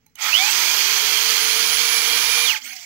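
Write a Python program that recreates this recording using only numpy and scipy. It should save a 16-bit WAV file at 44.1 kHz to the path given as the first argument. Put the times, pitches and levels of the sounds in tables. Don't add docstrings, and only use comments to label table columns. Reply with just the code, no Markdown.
import sys
import numpy as np
from scipy import signal
from scipy.fft import rfft, irfft, next_fast_len
from scipy.io import wavfile
from scipy.ndimage import uniform_filter1d, map_coordinates

SR = 44100
rng = np.random.default_rng(int(sys.argv[2]) if len(sys.argv) > 2 else 0)


def invert_db(x):
    u = np.asarray(x, float) / 20
    return 10 ** u


def wrap_up_sound(samples):
    columns = np.atleast_2d(samples).T
    tamed = np.clip(columns, -1, 1)
    steps = np.round(tamed * 32767).astype(np.int16)
    wavfile.write(sys.argv[1], SR, steps)


N = 125685

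# (time [s], shaft rate [Hz])
SPIN_UP_HZ = [(.155, 20), (.24, 118), (.322, 207), (.386, 287), (.42, 306)]
RUNNING_HZ = [(.46, 329.5), (.5, 352), (.6, 379.5), (.74, 400), (.9, 414.5), (1.14, 432.5), (1.49, 443.6),
              (1.71, 452.7), (2.22, 463.3), (2.45, 469.3)]
BRAKING_HZ = [(2.462, 461), (2.48, 420.5), (2.51, 334), (2.549, 206.3), (2.599, 40.4)]
# (time [s], level [dB])
EFFORT_DB = [(.15, -87), (.165, -57), (.182, -65), (.187, -40), (.21, -26), (.225, -20), (.26, -18.5),
             (.5, -14), (1.5, -14), (2.47, -14.5), (2.51, -17), (2.55, -24.5), (2.58, -25), (2.597, -42),
             (2.63, -66)]
# (multiple of shaft [-], peak level [dB], resonance [Hz], width [Hz], level elsewhere [dB])
SHAFT_ORDERS = [(1, -44, 455, 60, -56), (22, -30, 7600, 220, -70), (2.545, -28, 815, 55, -42),
                (5.09, -23, 2370, 50, -40), (7.635, -18, 2370, 200, -60), (6.09, -34, 2400, 200, -48),
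                (7, -34, 3200, 100, -46), (8, -31, 3700, 50, -42), (12, -30, 4400, 150, -48),
                (14, -34, 5800, 150, -48), (17, -31, 6500, 500, -46), (22, -27.5, 10050, 450, -35),
                (24, -37, 8800, 600, -42), (2.545, -36, 1000, 90, -70), (31, -38, 12700, 1100, -50)]
STEADY_HZ = (455, 1000, 2370, 7600, 8700, 10050)
# (time [s], level [dB])
START_SQUEAL_DB = [(.312, -45), (.328, -15), (.352, -11), (.386, -18), (.405, -22), (.42, -50)]
# (time [s], level [dB])
BRAKE_SQUEAL_DB = [(2.44, -50), (2.46, -19), (2.478, -18.5), (2.51, -14), (2.55, -23), (2.565, -61)]
BRAKE_OVERTONE_DB = [(2.538, -50), (2.549, -21), (2.558, -24), (2.567, -19), (2.576, -50)]
# (centre [Hz], width [Hz], level [dB])
HOUSING_MODES = [(1410, 87, -23), (2310, 260, -8.5), (3220, 263, -4), (3820, 32, -24), (4327, 120, -2.5),
                 (4844, 240, -7), (6030, 1040, -11), (6420, 140, -17), (7360, 110, -19.5)]
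# (frequency [Hz], density [dB per Hz])
RATTLE_COLOUR = [(150, -70), (350, -51), (452, -36), (560, -21.5), (900, -10), (2310, -5), (6180, -6),
                 (9300, -18.5), (13000, -18)]
FAN_COLOUR = [(7000, -74), (9200, -9.5), (11500, -6), (13800, 4), (15800, -3)]
RUMBLE_COLOUR = [(18, -40), (30, -19), (70, -5), (140, -6.5), (300, -1), (500, 8.5), (800, -58)]
# (time [s], level [dB])
FAN_BRAKE_DB = [(2.47, 3), (2.55, 8), (2.59, -6)]
# (time [s], level [dB])
GRIND_DB = [(.152, -75), (.162, -55.5), (.185, -33.5), (.22, -30.5), (.25, -22.5), (.31, -24), (.35, -52),
            (.4, -80)]
# (centre [Hz], width [Hz], level [dB])
GRIND_MODES = [(860, 90, -7), (1350, 260, -6), (1950, 150, -5), (2230, 130, 2)]
# (time [s], level [dB])
THUMPS_DB = [(.188, -30), (.2, -27), (.213, -24), (.244, -10), (.263, -6), (.273, -9), (.286, -11),
             (.294, -13), (.303, -7), (.314, -14)]
# (centre [Hz], width [Hz], level [dB])
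THUMP_MODES = [(1350, 250, -14), (2230, 110, 0), (2900, 250, -12)]
# (time [s], level [dB])
RETURN_DB = [(2.58, -80), (2.61, -34), (2.64, -31.5), (2.685, -28), (2.74, -29.5), (2.748, -35), (2.8, -37),
             (2.85, -38.5)]
# (frequency [Hz], density [dB per Hz])
RETURN_COLOUR = [(150, -40), (500, -21.5), (1300, -14), (2200, -1), (3700, -11), (6300, -7.5), (9300, -20),
                 (11000, -15.5), (15800, -8.5)]
# (start [s], end [s], from [Hz], to [Hz], level [dB])
WHINES = [(.208, .25, 4900, 8700, -29), (.218, .236, 6200, 6500, -24), (2.675, 2.88, 810, 670, -53),
          (2.655, 2.72, 1380, 1600, -42), (2.6, 2.81, 265, 235, -61), (2.505, 2.6, 880, 860, -37),
          (2.79, 2.9, 900, 900, -59), (2.63, 2.76, 2050, 2400, -39), (2.65, 2.73, 2700, 3250, -44),
          (.159, .172, 2900, 3050, -46), (2.66, 2.75, 4400, 4350, -41), (2.6, 2.66, 3000, 3200, -45)]
# (time [s], shaft rate [Hz])
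KICK_HZ = [(2.6, 130), (2.615, 195), (2.635, 290), (2.66, 380), (2.69, 455), (2.72, 478), (2.745, 482)]
# (time [s], level [dB])
KICK_DB = [(2.605, -65), (2.62, -42), (2.655, -42), (2.69, -45), (2.742, -46), (2.747, -80)]
# (multiple of shaft [-], level [dB])
KICK_ORDERS = [(22, 0), (24, -3)]
# (time [s], level [dB])
CREEP_DB = [(2.74, -70), (2.752, -35), (2.8, -34.5), (2.85, -37.5)]
# (frequency [Hz], density [dB per Hz])
CREEP_COLOUR = [(500, -40), (2200, -6), (3700, -11), (6200, 0), (8000, -14), (10200, -28), (13500, -16),
                (15800, -17)]
# (time [s], level [dB])
RATCHET_DB = [(2.751, -29), (2.757, -28), (2.765, -27), (2.771, -29), (2.791, -26), (2.797, -27),
              (2.803, -26), (2.81, -26), (2.822, -28), (2.8313, -22)]
# (centre [Hz], width [Hz], level [dB])
PAWL_MODES = [(3200, 500, -12.5), (6200, 750, 0), (7400, 600, -8)]
# (time [s], level [dB], level of modes under 5 kHz [dB])
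CLICKS = [
    (.0615, -48, 0),
    (.065, -38, -3),
    (.1535, -40, -14),
    (.156, -26, -16),
    (2.601, -32, -14),
]
# (frequency [Hz], level [dB], T60 [s])
TRIGGER_MODES = [(851, -11, .1), (2200, -3, .04), (4110, -15, .2), (6358, 0, .015), (12000, -2, .01),
                 (13800, -3, .01)]
# (frequency [Hz], gain [dB])
SHADE_DB = [(60, 0), (300, -3.5), (740, -11), (1220, -15), (2000, -22), (4500, -29), (9500, -17),
            (12500, -34)]
# (frequency [Hz], gain [dB])
DIFFUSE_DB = [(60, -5), (600, -10.5), (1220, -6.5), (2200, -22), (3600, -35), (4500, -29.5), (7000, -62),
              (10200, -9), (13000, -24)]
# (frequency [Hz], density [dB per Hz])
FLOOR_COLOUR = [(15, -32), (25, 7), (141, 6), (276, 4.5), (361, -14), (2260, -12), (8050, -43),
                (15800, -46)]
# (time [s], level [dB])
FLOOR_DUCK_DB = [(.15, 2.5), (.4, -2)]


def unit(x):
    return x / np.sqrt(np.mean(x ** 2) + 1e-20)


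def along(points, hz):
    f, v = np.transpose(points)
    return np.interp(np.log(hz + 1), np.log(f + 1), v)


def curve(rows):
    return np.interp(np.arange(N) / SR, *np.transpose(rows))


def wobble(rate_hz):
    knots = rng.standard_normal(int(N * 200 / SR) + 4)
    return map_coordinates(knots, [np.arange(N) * min(rate_hz, 200) / SR])


def filtered(x, response):
    m = next_fast_len(N + 8192)
    return irfft(rfft(x, m) * response(np.fft.rfftfreq(m, 1 / SR)), m)[..., :N]


def coloured(x, spectrum):
    return unit(filtered(x, lambda hz: invert_db(along(spectrum, hz))))


def patchy(depth_db):
    z = signal.stft(rng.standard_normal(N), nperseg=256)[2]
    field = uniform_filter1d(rng.standard_normal(z.shape), 3, 0)
    field = uniform_filter1d(field, 6, 1)
    return unit(signal.istft(z * invert_db(depth_db * unit(field)), nperseg=256)[1][:N])


def rings(modes):
    return lambda f: sum(invert_db(db) * 1j * f * w / (c * c - f * f + 1j * f * w) for c, w, db in modes)


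def struck(rows, modes):
    blows = np.zeros(N)
    s, db = np.transpose(rows)
    blows[np.round(s * SR).astype(int)] = invert_db(db)
    bank = rings(modes)
    impulse = irfft(bank(np.fft.rfftfreq(4096, 1 / SR)))
    return filtered(blows, bank) / np.abs(impulse).max()


def gear_drive():
    teeth_per_s, spread_db, tooth_share = 5000, 2, .4
    draw = rng.random((3, N))
    hit = draw[0] < teeth_per_s / SR
    teeth = hit * np.sign(draw[1] - .5) * invert_db(-spread_db * np.log(draw[2] + .01))
    return np.sqrt(tooth_share) * unit(teeth) + np.sqrt(1 - tooth_share) * patchy(1.5)


def housing_rattle(drive):
    shift, grip_hz, modes_db = .008, 25, 9
    bank = rings(HOUSING_MODES)
    low, high = (filtered(drive, lambda f: 1 + invert_db(modes_db) * bank(f * (1 + way * shift)))
                 for way in (1, -1))
    share = .5 + .5 * np.tanh(2 * wobble(grip_hz))
    return coloured(share * low + (1 - share) * high, RATTLE_COLOUR)


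def fan_hiss(drive):
    level_db = -13 - 2.5 * np.arange(N) / N + curve(FAN_BRAKE_DB)
    return invert_db(level_db) * coloured(.5 * drive + patchy(2.9), [(5000, -120), *FAN_COLOUR])


def motor_rumble(shaft_hz):
    gain = invert_db(-30 + 1.14 * wobble(13.74)) * (shaft_hz / 450) ** 0.5
    return gain * coloured(rng.standard_normal(N), RUMBLE_COLOUR)


def spin_up_grind(drive):
    bank = rings(GRIND_MODES)
    ground = filtered(drive, lambda f: bank(f) * f ** 2 / (f ** 2 + 700 ** 2))
    return invert_db(curve(GRIND_DB) + 2.6 * wobble(98)) * unit(ground)


def rattle(angle, shaft_hz):
    pump_order, pump_db = .057, 0
    drive = gear_drive()
    running = housing_rattle(drive) + fan_hiss(drive) + motor_rumble(shaft_hz)
    effort_db = curve(EFFORT_DB) + pump_db * np.sin(pump_order * angle) + .32 * wobble(30.24)
    return invert_db(effort_db) * running + spin_up_grind(drive)


def order_tones(shaft_hz, angle):
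    out = np.zeros(N)
    for k, db, best_hz, width_hz, off_db in SHAFT_ORDERS:
        gain = invert_db(off_db) + invert_db(db) * np.exp(-.5 * ((k * shaft_hz - best_hz) / width_hz) ** 2)
        steady = k != 6.09 and min(abs(best_hz / hz - 1) for hz in STEADY_HZ) < .06
        waver_db = (1 if steady else 3) * wobble(30)
        phase = k * angle + .29 * wobble(60) + 2 * np.pi * rng.random()
        out += gain * invert_db(waver_db) * np.sin(phase)
    driven_db = curve([(.27, -45), (.35, -0.5), (2.45, -0.5), (2.49, -6), (2.55, -56)])
    return np.sqrt(2) * invert_db(driven_db) * out


def squeals(angle):
    t = np.arange(N) / SR

    def gate(rows):
        return (t > rows[0][0]) & (t < rows[-1][0] + .015)

    beat_hz, beat_peak_s = 103.4, .332
    beat = 2.5 * np.abs(np.cos(np.pi * beat_hz * (t - beat_peak_s))) ** 2.32
    start = invert_db(curve(START_SQUEAL_DB)) * beat * np.sin(12.14 * angle + .82 * wobble(151.4))
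    brake = invert_db(curve(BRAKE_SQUEAL_DB) + 1.67 * wobble(90)) * np.sin(8 * angle + 1.1 * wobble(150))
    brake += invert_db(curve(BRAKE_OVERTONE_DB)) * np.sin(15 * angle)
    return np.sqrt(2) * (start * gate(START_SQUEAL_DB) + brake * gate(BRAKE_SQUEAL_DB))


def passing_whines():
    out, t = np.zeros(N), np.arange(N) / SR
    for start_s, end_s, from_hz, to_hz, db in WHINES:
        u = np.clip((t - start_s) / (end_s - start_s), 0, 1)
        glide_hz = from_hz + (to_hz - from_hz) * u * (1.3 - .315 * u)
        hz = glide_hz * (1 + .012 * abs(to_hz / from_hz - 1) * wobble(200))
        gain = invert_db(db + 2.5 * wobble(120)) * np.sin(np.pi * u ** .55)
        out += gain * np.sqrt(2) * np.sin(2 * np.pi * np.cumsum(hz) / SR + .71 * wobble(80))
    return out


def ram_return():
    bank = rings(HOUSING_MODES)
    scrape = filtered(patchy(4), lambda f: 1 + invert_db(10) * bank(f))
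    return invert_db(curve(RETURN_DB) + 2 * wobble(90)) * coloured(scrape, RETURN_COLOUR)


def motor_kick():
    angle = 2 * np.pi * np.cumsum(curve(KICK_HZ) * (1 + .018 * wobble(200))) / SR
    on = np.abs(np.arange(N) / SR - 2.675) < .075
    whir = sum(invert_db(db + 3.2 * wobble(150)) * np.sin(k * angle) for k, db in KICK_ORDERS)
    return np.sqrt(2) * on * invert_db(curve(KICK_DB)) * whir


def ram_home():
    slide = invert_db(curve(CREEP_DB) + 2.2 * wobble(150)) * coloured(patchy(3), CREEP_COLOUR)
    return slide + struck(RATCHET_DB, PAWL_MODES)


def clicks():
    attack_s, crack_t60_s, after_db, after_t60_s, highpass_hz = .00017, .0062, -29, .12, 800
    out, t = np.zeros(N + SR), np.arange(SR // 4) / SR
    for s, db, low_db in CLICKS:
        ring = np.zeros(len(t))
        for hz, level_db, t60_s in TRIGGER_MODES:
            mode_db = level_db + low_db * (hz < 5000) + rng.normal(0, 1.5)
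            ring += invert_db(mode_db - 60 * t / t60_s) * np.sin(2 * np.pi * hz * t)
        decay = 1.3 * invert_db(-60 * t / crack_t60_s) + invert_db(after_db - 60 * t / after_t60_s)
        crack = decay * rng.standard_normal(len(t))
        out[round(s * SR):][:len(t)] += invert_db(db - 4) * (ring + crack) * (1 - np.exp(-t / attack_s))
    return filtered(out[:N], lambda hz: hz ** 4 / (hz ** 4 + highpass_hz ** 4))


def room(x):
    t60_s, gap_s = .17, .002
    t = np.arange(SR // 3) / SR
    tail = rng.standard_normal((2, len(t))) * invert_db(-60 * t / t60_s) * (t > gap_s)
    return signal.fftconvolve(x[None], tail / np.linalg.norm(tail[0]), axes=1)[:, :N]


def room_floor():
    a, b = (coloured(rng.standard_normal(N), FLOOR_COLOUR) for _ in range(2))
    return invert_db(-70.5 + curve(FLOOR_DUCK_DB)) * np.array([a + .65 * b, a - .68 * b])


def scene():
    shaft_hz = curve([*SPIN_UP_HZ, *RUNNING_HZ, *BRAKING_HZ])
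    angle = 2 * np.pi * np.cumsum(shaft_hz) / SR
    tool = rattle(angle, shaft_hz) + order_tones(shaft_hz, angle) + squeals(angle)
    tool += struck(THUMPS_DB, THUMP_MODES) + passing_whines() + ram_return()
    tool += motor_kick() + ram_home() + clicks()
    wet = room(tool)
    lag_s = 4.45 / SR
    shaded = filtered(tool, lambda hz: invert_db(along(SHADE_DB, hz)) * np.exp(-2j * np.pi * hz * lag_s))
    left = shaded + filtered(wet[0], lambda hz: invert_db(along(DIFFUSE_DB, hz)))
    right = tool + invert_db(-11.5) * wet[1]
    return np.array([left, right]) + room_floor()


def band_limit(x):
    return signal.sosfilt(signal.butter(12, 16910, fs=SR, output="sos"), x)


def record(dry):
    top_hz, notch_hz, notch_width_hz, notch_depth = 15750, 9250, 400, .45
    limited = .9 * 1.5 * np.tanh(dry / 1.5)

    def port(hz):
        notch = 1 - notch_depth * np.exp(-((hz - notch_hz) / notch_width_hz) ** 2)
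        return (hz < top_hz) * notch

    mix = filtered(limited, port)
    return band_limit(mix)


dry = scene()
out = record(dry)
wrap_up_sound(out)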